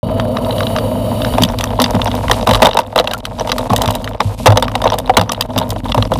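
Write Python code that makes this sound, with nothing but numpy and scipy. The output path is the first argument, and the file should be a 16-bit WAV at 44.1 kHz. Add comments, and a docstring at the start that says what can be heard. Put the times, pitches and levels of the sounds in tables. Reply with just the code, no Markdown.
"""Mountain bike, from tarmac to stony trail.

The microphone rides in a camera fixed to the frame, so everything is close and dry. The bike brakes on
tarmac, then turns onto stones and leaves. The tyres shake the frame, stones knock the camera housing,
chain and cables clack against the tubes, brake pads and dry leaves hiss. The hardest jolts overload
the microphone, and now and then the running noise cuts out for an instant."""
import sys
import numpy as np
from scipy import signal
from scipy.fft import rfft, irfft, next_fast_len
from scipy.io import wavfile
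from scipy.ndimage import uniform_filter1d

SR = 44100
rng = np.random.default_rng(int(sys.argv[2]) if len(sys.argv) > 2 else 0)


def put_to_file(sound):
    """Save the sound as 16-bit audio at rate SR, in the file named by the first command-line argument."""
    columns = np.atleast_2d(sound).T  # one column per channel
    safe = np.clip(columns, -1, 1)
    whole_steps = np.round(safe * 32767)
    wavfile.write(sys.argv[1], SR, whole_steps.astype(np.int16))


N = 272979
T = np.arange(N) / SR
DETUNE = 0.048  # each contact lands elsewhere on the metal and shifts its ring by up to about this share


def undb(db):
    """Decibels to gain."""
    return 10 ** (np.asarray(db) / 20)


def unit(x):
    """Scale to rms 1."""
    return x / np.sqrt(np.mean(x ** 2) + 1e-18)


def peak_at(sound, db, size):
    """Scale a hit so that its loudest stretch of `size` samples has the given amplitude."""
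    return sound * undb(db) / np.sqrt(2 * uniform_filter1d(sound ** 2, size).max())


def add(out, s, sound):
    """Mix a sound in at time s."""
    i = int(np.clip(s * SR, 0, N - 1))
    out[i:i + len(sound)] += sound[:N - i]


def curve(table):
    """Rows (time [s], value) joined by straight lines."""
    return np.interp(T, *np.transpose(table))


def walk(per_s):
    """Random levels held 1 / per_s seconds and smoothed twice."""
    hold = max(int(SR / per_s), 1)
    steps = rng.standard_normal(N)[np.arange(N) // hold]
    return uniform_filter1d(uniform_filter1d(steps, hold), hold)


def grains(per_s, spread_db):
    """Random impulses of very unequal size."""
    occurs = rng.random(N) < per_s / SR
    size = np.minimum(rng.exponential(size=N), 3)
    return occurs * rng.choice([-1, 1], N) * undb(spread_db * size)


def colour(x, spectrum):
    """Filter by points (frequency [Hz], gain [dB]), rolling off below the first."""
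    hz, db = np.transpose(spectrum)
    size = next_fast_len(len(x))
    f = np.maximum(np.arange(size // 2 + 1) * SR / size, 1)
    gain = undb(np.interp(np.log(f), np.log(hz), db)) / np.sqrt(1 + (hz[0] / f) ** 6)
    return irfft(rfft(x, size) * gain, size)[:len(x)]


def ringing(modes, size):
    """One row per mode: its damped swing after a tap; neighbours swing in opposite senses."""
    hz, width, db = np.transpose(modes)[:, :, None]
    t = np.arange(size) / SR
    sense = (-1) ** np.arange(len(hz))[:, None]
    return sense * undb(db) * width * np.exp(-np.pi * width * t) * np.sin(2 * np.pi * hz * t)


def around(modes, hz, octaves):
    """Weights that favour the modes near one frequency."""
    return np.exp(-(np.log2(np.transpose(modes)[0] / hz) / octaves) ** 2 / 2)


def shake(force, modes):
    """A body's answer to a running force, at rms 1."""
    return unit(signal.fftconvolve(force, ringing(modes, size=16384).sum(0))[:N])


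def blow(modes, weights, contact_s, chatter, size):
    """A push followed by dying chatter of the contact rings the weighted modes."""
    t = np.arange(size) / SR
    contact = np.exp(-t / contact_s) * (1 - np.exp(-2 * t / contact_s)) / np.sqrt(contact_s * SR)
    force = chatter * rng.standard_normal(size) * contact
    force[0] += 1
    return signal.fftconvolve(force, weights @ ringing(modes, size))[:size]


def even(swing):
    """Stiff springs hold a swing near its usual size."""
    return swing / np.sqrt(uniform_filter1d(swing ** 2, size=4000) + 0.68)


# Modes of the fork, of the frame and mount under the microphone, and of the housing right around it:
# (frequency [Hz], width [Hz], gain [dB])
FORK_MODES = [(49, 9, 0)]
FRAME_MODES = [(103.36, 7.7, 8.5), (173.5, 13, -3.5), (186, 19.2, -4), (248.4, 22.8, 2), (334, 23, -20)]
HOUSING_MODES = [(344, 410, -15), (471.8, 45.7, -1), (517.4, 23.2, 1), (627, 62, 2.5), (772, 187, -3),
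                 (926, 129, 1.5), (1086, 236, -4.5), (1176.7, 165, -5.5), (1827, 1570, -24)]
# Shaking by the ground: (time [s], relative frame rumble [dB], relative housing drone [dB])
SHAKING = [(0.04, -24, -18), (0.35, -27, -16), (1.36, -25.5, -18), (1.6, -29.5, -22.5), (2.03, -28, -17),
           (2.3, -27.5, -24.5), (2.64, -32, -15), (2.8, -40.5, -24), (3.29, -36, -29.5), (3.76, -29, -17.5),
           (4.27, -36.5, -25.5), (4.49, -28.5, -30), (4.66, -30.5, -26.5), (5.08, -34, -22.5),
           (5.37, -35.5, -26.5), (5.59, -31, -20), (5.73, -29.5, -24), (6.19, -25, -24)]


def tyres(rumble_db, drone_db, loose):
    """Tread and grit shake frame and housing; loose ground works the fork and coarsens the drone."""
    bounce = (0.21 + 0.59 * loose) * even(shake(rng.standard_normal(N), FORK_MODES))
    rumble = even(shake(rng.standard_normal(N), FRAME_MODES)) + bounce
    tread = colour(rng.standard_normal(N), [(300, 3.5), (650, 8), (800, -8.5), (1280, 1.5), (1600, -28)])
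    grit = grains(per_s=260, spread_db=7.5)
    drone = np.sqrt(1 - loose) * shake(tread, HOUSING_MODES)
    drone += np.sqrt(loose) * shake(grit, HOUSING_MODES)
    return rumble * undb(rumble_db + 10.5) + drone * undb(drone_db - 2.03)


# Modes of the tubes and fittings beside the microphone: (frequency [Hz], width [Hz], gain [dB])
FITTING_MODES = [(1050, 340, -4.5), (1933, 87, -8.5), (2853, 470, -2.5), (3415, 720, -1), (3836, 210, 0.5),
                 (4560, 480, -6.5), (4970, 850, -6.5), (6070, 140, -13.5)]


def ground_crunch(drone_db, loose):
    """Gravel, twigs and leaves crunch in clusters and the tyres crackle, harder as the bike shakes."""
    decay = np.exp(-np.arange(512) / SR / 0.00074)
    clusters = undb(np.clip(walk(per_s=22.33), -2, 1))

    def scrapes(per_s):
        """Short bursts of noise at random moments."""
        taps = np.abs(grains(per_s, spread_db=9)) * clusters
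        return signal.fftconvolve(taps, decay)[:N] * rng.standard_normal(N)

    gravel = scrapes(per_s=140 * loose)
    stones = undb(-5) * shake(gravel, HOUSING_MODES) + undb(-17) * shake(gravel, FITTING_MODES)
    leaves = undb(-21.5) * unit(colour(scrapes(per_s=45 * loose), [(4000, 1), (15000, 0)]))
    crackle_spectrum = [(1250, 4), (2400, -1), (3700, 21), (6300, -26), (8000, -10)]
    crackle = unit(colour(scrapes(per_s=130 * loose), crackle_spectrum))
    crackle_db = drone_db - drone_db.mean() - 39.5
    return (stones + leaves) * loose * undb(drone_db) + crackle * loose ** 2 * undb(crackle_db)


# Rubbing of the pads, down at the hub: (frequency [Hz], gain [dB])
PAD_SPECTRUM = [(1300, -2), (2600, -4), (4200, -11), (6000, -15), (8000, -11.5), (10000, -9), (15000, -9.5)]
# Modes of the brake disc: (frequency [Hz], width [Hz], gain [dB])
DISC_MODES = [(2970, 200, 8), (3830, 250, 3), (4570, 130, 3), (5480, 140, -8), (7020, 250, -10),
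              (9120, 300, -4), (9680, 170, -2), (10300, 500, -9), (11050, 500, -6), (12400, 300, -3),
              (13800, 600, -7)]
# Pressure on the brake, heard as the hiss of its pads: (time [s], relative level [dB])
BRAKE_LEVELS = [(0.05, -52), (0.4, -46), (0.6, -37), (0.93, -42.5), (1.35, -37), (1.5, -49), (2.4, -48),
                (2.8, -68.5), (5.78, -59), (5.9, -54), (6.19, -61)]


def brake():
    """The pads graze in pulses, then grip and ring the disc; on the trail they keep dragging lightly."""
    f = np.arange(N // 2 + 1) * SR / N
    resonance = sum(undb(db) / (1 + ((f - hz) / (0.72 * width)) ** 2) for hz, width, db in DISC_MODES)
    rubbing = colour(rng.standard_normal(N), PAD_SPECTRUM)
    disc = irfft(rfft(rng.standard_normal(N)) * resonance, N)
    pads = unit(rubbing + 1.2 * disc)
    pads *= undb(1.3 * walk(per_s=69.85))  # the pads catch unevenly
    grazing = np.clip((0.7 - T) / 0.5, 0, 1)
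    pads *= undb(4.7 * grazing * np.sin(2 * np.pi * 29 * T))
    # A light touch rings only the lowest modes.
    singing = grazing * shake(rng.standard_normal(N), DISC_MODES[:3]) * undb(-43.5)
    return singing + pads * undb(curve(BRAKE_LEVELS) + 6)


def clack(db, crack_db, tap_db):
    """Chain or cable rings the fittings and taps the housing; a hard contact adds a broad crack."""
    t = np.arange(2048) / SR
    weights = undb(2 * rng.standard_normal(len(FITTING_MODES)))
    tubes = np.array(FITTING_MODES)
    tubes[:, 0] *= 1 + DETUNE * rng.uniform(-1.11, 1, len(tubes))
    ring = blow(tubes, weights, contact_s=0.0017, chatter=1.5, size=len(t)) * (1 - np.exp(-t / 0.0012))
    tap_weights = around(HOUSING_MODES, hz=1486, octaves=0.16)
    tap = blow(HOUSING_MODES, tap_weights, contact_s=0.0011, chatter=2.66, size=len(t))
    crack = colour(rng.standard_normal(len(t)), [(4000, 8.3), (12000, 7.7), (15500, 2.5)])
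    crack *= (1 - np.exp(-t / 0.0001)) * np.exp(-t / 0.0028)
    return (peak_at(ring, db - 1, size=60)
            + peak_at(tap, db + tap_db + 0.5, size=120)
            + peak_at(crack, db + crack_db, size=120))


# Chain and cables hitting the frame, within arm's reach of the microphone:
# (time [s], level [dB], sharp crack offset [dB], hollow tap offset [dB])
FRAME_CLACKS = [(0.1984, -12, -19, 3.5), (0.3691, -15, -32, 4), (0.606, -17.5, -30, 8.5),
                (0.7631, -12.5, -29, 4), (0.7852, -13.5, -25, -1), (1.2475, -14, -30, 2.5),
                (1.4218, -6, -6, -34), (1.4349, 3.5, -11, -33), (1.587, -11, -8, -12),
                (1.609, -9.5, -8, -6), (1.6398, -18.5, 4, 2), (1.8006, -5, -14, -2.5),
                (1.8177, -4, -1, -17), (1.841, -2, -22, -9), (2.282, -19, -25, 8.5), (2.3136, -2, -11, 0.5),
                (2.732, -9.5, -33, -8), (3.135, -10.5, -5, 0), (3.253, -10.5, -11.5, -3.5),
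                (3.497, -10, -25, -14), (3.5178, -2.5, -13.5, -4), (3.5819, -13, -2.5, 1.5),
                (3.7622, -4.5, -3, -20), (3.818, -5.5, -7, -23), (3.858, -11, -10, -3),
                (3.8771, -10.5, -9, -2), (3.907, -13, -1, -10), (3.9516, -13, -2, -26),
                (4.043, -14.5, -12, -9), (4.076, -21.5, -35, 11), (4.2048, -7, -29, 4),
                (4.681, -19.5, -16, 8.5), (4.9855, -12, -1.5, -8), (5.3192, -8.5, -1.5, -33),
                (5.409, -0.5, -9, -34), (5.578, -8, -7, -2), (5.586, -7, -5, -12),
                (5.7043, -13.5, -0.5, -16), (6.137, -14, -8.5, -34)]


def clacks():
    """The chain and cables swing against the tubes on their own, and bounce once."""
    out = np.zeros(N)
    for s, db, crack_db, tap_db in FRAME_CLACKS:
        add(out, s, clack(db, crack_db, tap_db))
        bounce_s = 0.014 * (0.5 + rng.random())
        add(out, s + bounce_s, clack(db - 14.5, crack_db, tap_db))
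    return out


# A cable pinging on a nearby tube, and the chain chinking on its sprockets further off:
# (time [s], relative level [dB])
CABLE_PINGS = [(0.447, -20), (0.5084, -14.5), (0.526, -21), (0.5821, -16), (0.632, -15.5), (0.6684, -11.5),
               (1.2188, -13.5), (2.0166, -7.5), (2.1149, -14), (2.5467, -2.5), (2.656, 0.5), (2.7113, -12),
               (2.988, -2), (3.0736, -7.5), (3.111, -13), (4.753, -7), (4.8755, -10), (4.933, -12),
               (5.347, -18), (5.421, -13), (5.92, -7), (6.0245, -6)]
CHAIN_CHINKS = [(1.488, -18), (1.6396, -8), (1.8002, -8), (1.8405, -10), (2.077, -16), (2.313, 2.5),
                (3.3966, -12.5), (4.4641, -1.5), (4.5734, -3), (4.8433, -16), (4.9011, -11.5),
                (5.2935, -9.5)]
# Modes of that tube and of the sprockets: (frequency [Hz], width [Hz], gain [dB])
TUBE_MODES = [(2860, 190, -1), (3420, 300, -2), (3830, 180, 4)]
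SPROCKET_MODES = [(1780, 180, -1), (3600, 700, -5), (5500, 400, -3), (6050, 320, 2)]


def metal_chimes(hits, modes):
    """A glancing contact gives a dry tick and rings a metal part, a little differently each time."""
    out = np.zeros(N)
    attack = 1 - np.exp(-np.arange(2048) / SR / 0.001)
    for s, db in hits:
        part = np.array(modes, float)
        part[:, 0] *= 1 + DETUNE * rng.uniform(-1.13, 1, len(part))
        weights = undb(2 * rng.standard_normal(len(part)))
        ring = blow(part, weights, contact_s=0.0016, chatter=0.9, size=len(attack))
        add(out, s, peak_at(ring * attack, db - 2, size=60))
        add(out, s, clack(db - 5, crack_db=-22, tap_db=-2))
    return out


# Dirt and dry leaves, a wheel's height below the microphone: (frequency [Hz], gain [dB])
LITTER_SPECTRUM = [(1400, -2), (2400, 17), (3700, 16.5), (6000, 10.5), (8000, 11.5), (12000, 10),
                   (15000, -10)]
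# Their hiss along the trail: (time [s], relative level [dB])
LITTER_LEVELS = [(1.55, -57), (2.35, -47), (2.55, -44.5), (2.8, -63), (3.3, -56.5), (3.58, -48),
                 (3.9, -53.5), (4.16, -66), (4.23, -45.5), (4.36, -48), (4.45, -43.5), (4.68, -65),
                 (4.83, -50.5), (5.1, -65), (5.5, -60), (6.19, -48)]


def leaf_litter(on_trail):
    """Dirt and dry leaves give a gritty, flickering hiss under the tyres."""
    gritty_noise = rng.standard_normal(N) + 0.58 * unit(grains(per_s=630, spread_db=12))
    hiss = unit(colour(gritty_noise, LITTER_SPECTRUM))
    return hiss * on_trail * undb(curve(LITTER_LEVELS) + 4 * walk(per_s=45) + 8)


def knock(db, centre_hz=785):
    """The housing chatters in its mount, buzzes the fittings, thumps the frame and rattles to rest."""
    t = np.arange(4096) / SR
    # Pressed hard, the housing rings shorter.
    pressed = [(hz, 1.18 * width, mode_db) for hz, width, mode_db in HOUSING_MODES]
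    weights = around(pressed, centre_hz, octaves=0.5) + 0.3
    weights *= undb(2.5 * rng.standard_normal(len(pressed)))
    body = blow(pressed, weights, contact_s=0.0038, chatter=2.3, size=len(t))
    buzz_weights = around(FITTING_MODES, 2 * centre_hz, octaves=0.68)
    buzz = blow(FITTING_MODES, buzz_weights, contact_s=0.0062, chatter=0.77, size=len(t))
    thump = colour(rng.standard_normal(len(t)), [(170, -5), (420, -13), (3000, -77)])
    thump *= np.exp(-t / 0.014)
    ticks = (rng.random(len(t)) < 650 / SR) * rng.standard_normal(len(t))  # about 650 a second
    ticks *= t * np.exp(-t / 0.01)
    settle = signal.fftconvolve(ticks, weights @ ringing(pressed, size=len(t)))[:len(t)]
    attack = 1 - np.exp(-t / 0.0027)  # the tyre softens each blow
    parts = (body, 0), (buzz, -20.5), (thump, -18), (settle, -15.5)
    return sum(peak_at(part * attack, db + part_db, size=170) for part, part_db in parts)


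# Stones jolting the housing, right at the microphone:
# (time [s], knock level [dB], strikes [count], relative chain level [dB])
STONE_JOLTS = [(1.381, -1.5, 1, -13), (1.789, -6, 2, -39), (1.949, -13, 1, -20), (2.067, -10, 1, -41),
               (2.296, -4, 2, -18), (2.471, -3, 3, -8), (2.533, -12, 2, -8.5), (2.619, 7.5, 1, -1),
               (2.627, -1, 1, -2.5), (2.648, 1, 2, -7), (2.749, -8, 1, -39), (2.769, -0.5, 2, -8),
               (2.958, -2.5, 3, -8.5), (3.041, -11.5, 1, -23), (3.074, -12, 1, -17), (3.112, -12, 1, -20),
               (3.407, -8, 1, -21), (3.472, -12.5, 2, -20), (3.701, -4, 1, -23), (3.731, -2, 1, -41),
               (4.2018, -6, 1, -25), (4.458, 4.5, 1, -2.5), (4.468, 9, 1, 1.5), (4.501, -4, 2, -14.5),
               (4.557, -9, 1, -24), (4.571, -1, 1, -6), (4.623, -6, 1, -7), (4.752, -7, 1, -12),
               (4.816, -9.5, 1, -15.5), (4.839, -6.5, 1, -18), (4.854, 0.5, 1, -33), (4.867, -1.5, 1, -33),
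               (4.919, -6, 2, -18.5), (5.094, -1, 1, -25), (5.168, 6, 1, 6.5), (5.211, -4.5, 1, -11.5),
               (5.613, -7, 1, -32), (5.859, -17, 1, -26), (5.944, -7.5, 1, -14), (5.977, -5, 1, -18.5),
               (6.117, -4, 1, -23)]


def stone_jolts(rebound_s=0.019, chain_lag_s=0.001452, tumble_s=0.028):
    """Stones throw the housing against its mount, where it rebounds; the chain slaps at each strike."""
    out = np.zeros(N)
    for s, db, strikes, chain_db in STONE_JOLTS:
        for strike in range(round(strikes)):
            at = s + strike * rebound_s
            add(out, at, knock(db))
            add(out, at + chain_lag_s, clack(chain_db + 1.5, crack_db=-8.5, tap_db=-2))
            for late in rng.random(size=4):  # links tumble after, the later the softer
                link = clack(chain_db - 12.5, crack_db=-14, tap_db=1)
                add(out, at + late * tumble_s, (1 - late / 2) * link)
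    return out


# Wheels dropping into ruts, heard up through the frame: (time [s], level [dB], centre [Hz])
RUTS = [(1.406, -5.5, 174), (1.803, -9.5, 236), (1.943, -5, 211), (2.261, -10.5, 44.6), (2.484, -5, 232),
        (2.512, -10.5, 55.5), (2.621, -5.5, 191), (3.705, -5.5, 126), (3.874, -7, 109), (4.251, -7.5, 93),
        (4.479, 0.5, 77.5), (5.175, -8.5, 137), (5.561, -9, 167), (5.973, -6.5, 71)]


def rut_thuds():
    """Deep ruts set the fork and frame swinging in a low thud."""
    out = np.zeros(N)
    modes = [(hz, 0.99 * width, db) for hz, width, db in FORK_MODES + FRAME_MODES]
    for s, db, hz in RUTS:
        swing = blow(modes, around(modes, hz, octaves=0.61), contact_s=0.007, chatter=3.8, size=8192)
        add(out, s, peak_at(swing, db, size=600))
    return out


# Brief gaps in the running noise: (time [s], length [s])
GAPS = [(2.453, 0.011), (2.941, 0.008), (3.207, 0.0246), (3.678, 0.019), (4.165, 0.031), (4.35, 0.027),
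        (5.466, 0.022), (5.804, 0.03), (5.926, 0.022), (6.078, 0.03)]


def dropouts(depth_db=-14, fall_s=0.00046, return_s=0.0022):
    """Gain of the running noise: it drops abruptly and comes back over a few milliseconds."""
    cut = np.zeros(N)
    for s, length in GAPS:
        cut += np.clip((T - s) / fall_s, 0, 1) * np.clip((s + length - T) / return_s + 0.5, 0, 1)
    return undb(depth_db * cut)


# Pitched knocks and clinks close to the microphone: (time [s], level [dB], pitch [Hz])
PITCHED_HITS = [(3.113, -18, 1600), (3.142, -14.5, 1400), (5.096, 8, 753), (5.296, -9, 1180)]


def pitched_hits(width_hz=60):
    """Knocks and clinks that ring briefly on one note."""
    out = np.zeros(N)
    for s, db, hz in PITCHED_HITS:
        ring = blow([(hz, width_hz, 0)], np.ones(1), contact_s=0.0031, chatter=1.33, size=4096)
        add(out, s, peak_at(ring, db, size=170))
    return out


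def scene():
    """Everything reaches the one microphone through the frame, with no room around it."""
    start_s, tarmac_end_s, verge_crossing_s = 0.03, 1.302, 0.17
    rumble_db, drone_db = (curve(np.array(SHAKING)[:, [0, column]]) for column in (1, 2))
    on_trail = np.clip((T - tarmac_end_s) / verge_crossing_s + 0.5, 0, 1)
    loose = np.interp(on_trail, [0, 1], [0.14, 0.78])  # looseness of the ground, tarmac to trail
    running = tyres(rumble_db, drone_db, loose) + ground_crunch(drone_db, loose)
    running += brake() + leaf_litter(on_trail)
    hits = rut_thuds() + stone_jolts() + clacks() + pitched_hits()
    hits += metal_chimes(CABLE_PINGS, TUBE_MODES) + metal_chimes(CHAIN_CHINKS, SPROCKET_MODES)
    return ((running * dropouts() + hits) * (T > start_s))[None]


def record(dry, low_hz=35, top_hz=15300):
    """The microphone drops the deepest bass, the input clips at full scale and the top is cut."""
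    heard = signal.sosfilt(signal.butter(6, low_hz, "high", fs=SR, output="sos"), dry)
    clipped = np.clip(heard, -1, 1)
    return signal.sosfilt(signal.ellip(10, 0.2, 75, top_hz, fs=SR, output="sos"), clipped)


dry = scene()
out = record(dry)
put_to_file(out)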